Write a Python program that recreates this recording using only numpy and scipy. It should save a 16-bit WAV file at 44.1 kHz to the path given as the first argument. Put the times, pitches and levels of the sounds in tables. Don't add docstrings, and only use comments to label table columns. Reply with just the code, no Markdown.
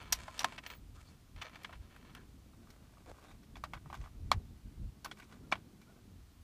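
import sys
import numpy as np
from scipy import signal
from scipy.fft import rfft, irfft
from scipy.io import wavfile
from scipy.ndimage import uniform_filter1d

SR = 44100
rng = np.random.default_rng(int(sys.argv[2]) if len(sys.argv) > 2 else 0)


def unload_wav(signal):
    wavfile.write(
        sys.argv[1],
        SR,
        np.round(np.clip(np.atleast_2d(signal).T, -1, 1) * 32767).astype(np.int16),
    )


N = 283551
TIME = np.arange(N) / SR

# pitch_hz, level_db, t60_s
MAGAZINE_MODES = [(685, -14.5, 0.029), (1039, -7, 0.12), (1340, 8.5, 0.015), (1777, 13.5, 0.0095),
                  (2290, 7.5, 0.02), (2633, -1, 0.028), (3050, 22.5, 0.0044), (3470, -13.5, 0.017),
                  (4136, 6, 0.016), (4830, -16, 0.024), (5774, 14, 0.0097), (6800, -40, 0.024),
                  (10100, -79, .006), (12270, -30, 0.013), (15600, 8, 0.0104)]
# pitch_hz, level_db, t60_s
BOX_MODES = [(750, -38, 0.0085), (810, -26, 0.059), (1180, 24, 0.012), (1501, 13, 0.023),
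             (1970, 5.5, 0.022), (2256, 12.5, 0.014), (2734, 2, 0.01), (3353, 8.5, 0.015),
             (4190, -5.5, 0.016), (4450, -17, 0.036), (5200, -60, 0.0045), (5650, 5, 0.0027),
             (7410, -68, .006), (11900, 4, 0.0077), (14100, 7, 0.012)]
BOX_FROM_S = 2.4


def undb(db):
    return 10 ** (np.asarray(db) / 20)


def unit(x):
    return x / np.sqrt(np.mean(x ** 2))


def band(x, lo_hz, hi_hz):
    return signal.sosfilt(signal.butter(2, (lo_hz, hi_hz), "bandpass", fs=SR, output="sos"), x)


def add(out, start_s, x):
    i = int(start_s * SR)
    out[i:i + len(x)] += x[:N - i]


def decay(t60_s, t):
    return np.exp(-np.log(1000) * t / np.asarray(t60_s)[:, None])


def ring(hz, t60_s, t, phase):
    return decay(t60_s, t) * np.sin(2 * np.pi * hz[:, None] * t + phase[:, None])


def lumps(samples):
    return unit(uniform_filter1d(rng.standard_normal(N), size=samples))


def stroke(start_s, length_s):
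    swell_s, fade_s = 0.035, 0.06
    edge = np.minimum((TIME - start_s) / swell_s, (start_s + length_s - TIME) / fade_s)
    return np.clip(0.5 + edge, 0, 1) ** 2


def rustle(per_second, spread_db, uneven_db, lumpy_db):
    # start_s, length_s, level_db, bright_db and dull_db (both relative to level_db)
    strokes = [(-.03, 0.073, -47.5, -14.5, -34), (0.053, 0.12, -58.5, -15, -29),
               (0.168, 0.24, -57, -7, -12), (0.358, 0.23, -57, -9, -16), (0.631, 0.14, -54, -11.5, -12),
               (0.937, 0.22, -70, -3, -6), (1.361, .14, -57, -20, -18), (1.511, 0.086, -56.5, -17, -18),
               (1.589, 0.2, -62, -12, -3.5), (1.8, 0.27, -67.5, -15, -3), (2.03, 0.22, -66, -19, -16),
               (2.616, 0.5, -76, -7, 3.5), (3.068, 0.06, -69.5, -2, 14.5), (3.129, 0.24, -70, -6.5, 3),
               (3.73, 0.07, -58, -22, -14), (3.873, 0.21, -66.5, -7, -12), (5.048, 0.1, -67.5, -12, -7),
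               (5.156, 0.11, -65, -5.5, -17), (5.284, 0.095, -63, -9.5, -3), (5.555, 0.088, -75, -13, 0),
               (5.876, 0.14, -78.5, -13, 7.5)]
    longest_t60_s = 0.035
    occurs, size = rng.random((2, N))
    slips = (occurs < per_second / SR) * undb(-spread_db * np.log(1 - size)) * rng.standard_normal(N)
    slips *= undb(uneven_db * lumps(350) + lumpy_db * lumps(1300))
    held = []
    for modes in (MAGAZINE_MODES, BOX_MODES):
        hz, db, t60_s = np.transpose(modes)
        damped = ring(hz, np.minimum(0.71 * t60_s, longest_t60_s), TIME[:1024], np.zeros(len(hz)))
        drive = undb(0.65 * db) / (1 + (hz / 3000) ** 2)
        body = (damped * drive[:, None]).sum(0)
        held.append(unit(band(signal.fftconvolve(slips, body)[:N], 470, 7000)))
    main, bright, dull = sum(undb([[db], [db + bright_db], [db + dull_db]]) * stroke(start_s, length_s)
                             for start_s, length_s, db, bright_db, dull_db in strokes)
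    touched = main * np.where(TIME < BOX_FROM_S, *held)
    grit = bright * unit(band(slips, 4000, 8600))
    palm = dull * unit(band(slips, 267, 823))
    return touched + grit + palm


def wind():
    # time_s, rumble_db, flutter_db
    breeze = [(0.0, -57, -62.5), (0.57, -61.5, -60), (0.95, -68, -66.5), (1.14, -62, -64.5),
              (1.79, -66, -62.5), (2.42, -62, -61.5), (2.88, -61, -63.5), (3.31, -65, -67),
              (3.74, -65.5, -60.5), (4.05, -58, -61.5), (4.33, -57, -55), (4.6, -61, -65), (5.12, -65, -61),
              (5.48, -66, -54), (5.87, -66, -62.5), (6.27, -68.5, -65.5), (6.43, -70.5, -62)]
    # peak_s, half_length_s (to 1/e), level_db
    buffet_rows = [(0.155, 0.062, -54), (0.898, 0.14, -55), (1.372, 0.036, -50.5), (1.793, 0.056, -50.5),
                   (2.1, 0.27, -70), (2.335, 0.14, -68), (3.11, 0.041, -59), (3.346, 0.038, -58.5),
                   (3.597, .1, -55), (3.758, 0.026, -50.5), (3.872, 0.042, -51.5), (4.01, 0.039, -45),
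                   (4.252, 0.075, -45), (4.366, 0.022, -35.5), (4.476, 0.098, -56.5), (4.668, 0.018, -43),
                   (4.84, 0.056, -41), (5.064, 0.027, -65), (5.486, 0.16, -62), (6.176, 0.11, -57),
                   (6.42, 0.044, -56.5)]
    buffet_flutter_db = -33.5
    time_s, rumble_db, flutter_db = np.transpose(breeze)
    buffets = sum(undb(db) * np.exp(-((TIME - peak_s) / half_s) ** 2) for peak_s, half_s, db in buffet_rows)
    rumble = band(band(rng.standard_normal(N), 28, 200), 24.8, 90.4)
    rumble /= uniform_filter1d(rumble ** 2, size=2600) ** 0.47
    flutter = band(rng.standard_normal(N), 104, 283)
    flutter *= undb(2.77 * lumps(3000))
    rumble_gain = undb(np.interp(TIME, time_s, rumble_db)) + buffets
    flutter_gain = undb(np.interp(TIME, time_s, flutter_db)) + undb(buffet_flutter_db) * buffets
    return rumble_gain * unit(rumble) + flutter_gain * unit(flutter)


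def hiss():
    # (relative, per Hz)
    spectrum = [(260, -19), (450, -29.5), (642, -10), (814, -11.5), (1160, -11), (1520, -13.5), (1730, -15),
                (3970, -16), (15500, -24.5)]
    level_db = -70.5
    hz, db = np.transpose(spectrum)
    f = np.arange(N // 2 + 1) * SR / N + 1
    gain = undb(np.interp(np.log(f), np.log(hz), db))
    return undb(level_db) * unit(irfft(rfft(rng.standard_normal(N)) * gain, N))


def brass():
    # start_s, lower_mode_db (before onset), upper_mode_db (relative to the lower)
    pings = [(0.0189, -54, -13), (0.392, -54, -2), (0.6644, -51, -1), (0.6994, -68, 14), (0.7444, -57, 4),
             (1.4142, -63, 2), (5.0454, -38.5, -17), (5.1851, -57, -19)]
    # pitch_hz, t60_s
    case_modes = [(10660, 0.031), (15280, 0.13)]
    out, t = np.zeros(N), TIME[:8192]
    hz, t60_s = np.transpose(case_modes)
    onset = 1 - np.exp(-t / 0.005)
    for start_s, level_db, upper_db in pings:
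        lower, upper = ring(hz, t60_s, t, 2 * np.pi * rng.random(2))
        add(out, start_s, undb(level_db) * (lower + undb(upper_db) * upper) * onset)
    return out


def contacts(magazine_crack_db, box_crack_db):
    # start_s, peak_db, thud_db, click_db, sheen_db (shares of mode groups), push_ms (to its peak)
    contact_rows = [(0.123, -13, -14, 2, -6, 2.73), (.139, -39.5, -16, -10, -15, 7.7),
                    (.28, -33.5, 12.5, -12, -24, 1), (.377, -42.5, -17, -16, -22, 1.5),
                    (.392, -23, -30, 1, -16, 0.68), (0.4, -31.5, -14, -10, -34, 5),
                    (.417, -31.5, -1, -14, -20, 0.64), (0.432, -31, -6, -8, -26, 0.22),
                    (.444, -16.5, -5.5, -15.5, -36, 0.27), (0.522, -39, -10, -35, -34, 0.96),
                    (0.578, -35.5, -17, -26, -61, 4.2), (0.636, -45, -20, -27, -30, 1.1),
                    (.663, -31, -31, -16.5, -49, 1.2), (0.701, -37, -18, -19.5, -44, 0.72),
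                    (1.361, -48, -15, -22, -34, 1.1), (1.414, -32, -17, -21.5, -62, 4.7),
                    (1.453, -44.5, -12, -41, -41, 1.1), (1.463, -51, -4, -29, -35, 1.3),
                    (1.495, -48, -11, -31, -28, 0.96), (1.556, -41, -18, -40, -33, 1.2),
                    (1.633, -47, -20, -14, -15, 1.1), (1.645, -32.5, -21, -30, -42, 1.9),
                    (1.693, -42.5, 5, -29, -31, 0.34), (1.725, -41.5, -9.5, -44, -33, 3.9),
                    (1.962, -45, -14, -33, -26, 0.74), (2.149, -38.5, -15, -23, -21, 1.15),
                    (2.164, -49.5, 4.5, -16, -29, 2.3), (2.533, -56.5, 2, -21, -21, .8),
                    (2.671, -53, 1, -19, -21, 0.54), (2.704, -46, -25, -7.5, -15, 0.3),
                    (2.826, -55, 3, -20, -22, .6), (2.97, -54.5, 9, -22, -24, 0.73),
                    (3.065, -52, -2, -23, -24, 0.35), (3.082, -56, -1, -15, -24, 6.7),
                    (3.095, -50.5, -12, 3, -7, 0.22), (3.144, -56, 7, -25, -25, 0.7),
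                    (3.184, -51, 8, -25, -26, 0.87), (3.225, -51, -5, -25, -26, .8),
                    (3.249, -54, -4, -22, -28, .8), (3.31, -50, -7, -20, -26, 1.8),
                    (3.432, -55.5, -23, -12, -23, .4), (3.555, -41, -11, -25, -34, 1.26),
                    (3.567, -42.5, -7.5, -14.5, -30, 0.71), (3.638, -27.5, -1.5, -15.5, -28, 0.13),
                    (3.735, -27.5, -10.5, -22, -34, 0.15), (3.751, -45, -5, -33, -34, 0.54),
                    (3.858, -46, 6, -28, -24, 0.57), (3.9, -38.5, 0.5, -24, -30, 0.66),
                    (3.928, -33.5, -4.5, -26, -33, 0.31), (3.942, -34.5, -8, -23, -30, 0.48),
                    (3.95, -37.5, -13, -18, -28, 0.58), (4.012, -47.5, -11, -17, -32, 1.2),
                    (4.039, -47.5, -6, -34, -32, 0.87), (4.059, -45, -1, -36, -31, 0.21),
                    (4.073, -48.5, 2, -30, -24, 0.29), (4.3157, -9, -2.5, -11.5, -32.5, 0.33),
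                    (5.045, -34, -13, -11, -24, 2.4), (5.058, -34.5, -1.5, -17, -38, 0.73),
                    (5.112, -35.5, -28, -18, -40, 1.6), (5.171, -50, -13, -18, -25, 1.1),
                    (5.197, -45.5, -17, -24, -27, 1.8), (5.221, -49, -21, -27, -34, 2.3),
                    (5.24, -57, -20, -10, -26, 0.9), (5.324, -48, -21, -18, -35, 1.3),
                    (5.5156, -32, -2, -8, -44, 1.7), (5.5229, -14.5, -8, -32, -61, 1.34),
                    (5.555, -34, -8.5, -28.5, -40, 0.17), (5.578, -56, -14, -19, -30, 0.71),
                    (5.814, -52, -11, -12, -20, 1.4)]
    group_edges_hz = (560, 1500, 3900, 8000, 15500)
    crack_t60_s = (0.029, 0.021, 0.027, 0.0033)
    tail_t60_s = (0.074, 0.053, 0.055, 0.064)
    body_db = -9
    scatter_db, detune = 2.5, 0.015
    full_scale_tail_db, tail_db_per_db = -16.5, -0.23
    out, t = np.zeros(N), TIME[:3000]
    fade, linger = decay(crack_t60_s, t), decay(tail_t60_s, t)
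    tail_onset = 1 - np.exp(-t / 0.0079)
    f = np.arange(len(t) + 1) * SR / (2 * len(t)) + 1
    passes = np.array([1 / np.sqrt((1 + (lo / f) ** 6) * (1 + (f / (0.64 * hi)) ** 6))
                       for lo, hi in zip(group_edges_hz, group_edges_hz[1:])])
    for start_s, peak_db, thud_db, click_db, sheen_db, push_ms in contact_rows:
        on_magazine = start_s < BOX_FROM_S
        modes = MAGAZINE_MODES if on_magazine else BOX_MODES
        crack_db = magazine_crack_db if on_magazine else box_crack_db
        tail_db = full_scale_tail_db + tail_db_per_db * peak_db
        hz, db, t60_s = np.transpose(modes)
        group = np.searchsorted(group_edges_hz, hz) - 1
        pitch_chance, level_chance = rng.standard_normal((2, len(hz)))
        grit, noise = rng.standard_normal((2, len(t)))
        rings = ring(hz * (1 + detune * pitch_chance), t60_s, t, np.zeros(len(hz)))
        rings *= undb(db + scatter_db * level_chance)[:, None]
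        tau = np.clip(push_ms, 0.03, 12) / 1000
        force = t / tau * np.exp(-t / tau)
        dense = irfft(rfft(noise, 2 * len(t)) * passes)[:, :len(t)]
        hit = 0
        for k, share_db in enumerate((thud_db, body_db, click_db, sheen_db)):
            rung = signal.fftconvolve(force * grit, rings[group == k].sum(0))[:len(t)]
            rung = signal.lfilter(*signal.butter(2, group_edges_hz[k + 1], fs=SR), rung)
            power = np.abs(signal.fftconvolve(force ** 2, fade[k] ** 2)[:len(t)])
            crack = dense[k] * np.sqrt(power)
            tail = dense[k, ::-1] * linger[k] * tail_onset
            mix = unit(rung) + undb(crack_db) * unit(crack) + undb(tail_db) * unit(tail)
            hit = hit + undb(share_db) * unit(mix)
        add(out, start_s, undb(peak_db) * hit / np.abs(hit).max())
    return out


def bench_knock(hits):
    return undb(-11) * band(hits, 200, 412)


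def without_bass(hits):
    return signal.sosfilt(signal.butter(6, 610, "highpass", fs=SR, output="sos"), hits)


def scuffs():
    # start_s, length_s, centre_hz, width_hz, level_db
    scuff_rows = [(0.956, 0.065, 1280, 350, -66.5), (1.053, 0.06, 4450, 500, -70),
                  (2.145, 0.072, 1550, 300, -63), (3.256, .08, 3720, 300, -72),
                  (5.214, .03, 2300, 300, -59), (5.816, .02, 2310, 200, -64)]
    out = np.zeros(N)
    for start_s, length_s, hz, width_hz, db in scuff_rows:
        noise = band(rng.standard_normal(N), hz - width_hz / 2, hz + width_hz / 2)
        out += undb(db) * stroke(start_s, length_s) * unit(noise)
    return out


def whistles():
    # start_s, length_s, top_hz, drop_hz (at the ends), peak_db
    whistle_rows = [(5.436, 0.03, 1396, 40, -69.5), (5.865, 0.071, 1474, 278, -68)]
    out = np.zeros(N)
    for start_s, length_s, top_hz, drop_hz, peak_db in whistle_rows:
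        arch = 1 - np.linspace(-1, 1, int(length_s * SR)) ** 2
        phase = 2 * np.pi * np.cumsum(top_hz - drop_hz * (1 - arch)) / SR
        add(out, start_s, undb(peak_db) * arch ** 0.3 * np.sin(phase))
    return out


def scene():
    hits = contacts(magazine_crack_db=-1.0, box_crack_db=-11.5)
    hits = bench_knock(hits) + without_bass(hits)
    pings = brass()
    fingers = rustle(per_second=3000, spread_db=2, uneven_db=2.2, lumpy_db=2)
    return (hits + pings + fingers + scuffs() + wind() + whistles() + hiss())[None]


def record(dry):
    top_hz = 15400
    return signal.sosfilt(signal.ellip(10, 0.2, 70, top_hz, fs=SR, output="sos"), dry)


dry = scene()
out = record(dry)
unload_wav(out)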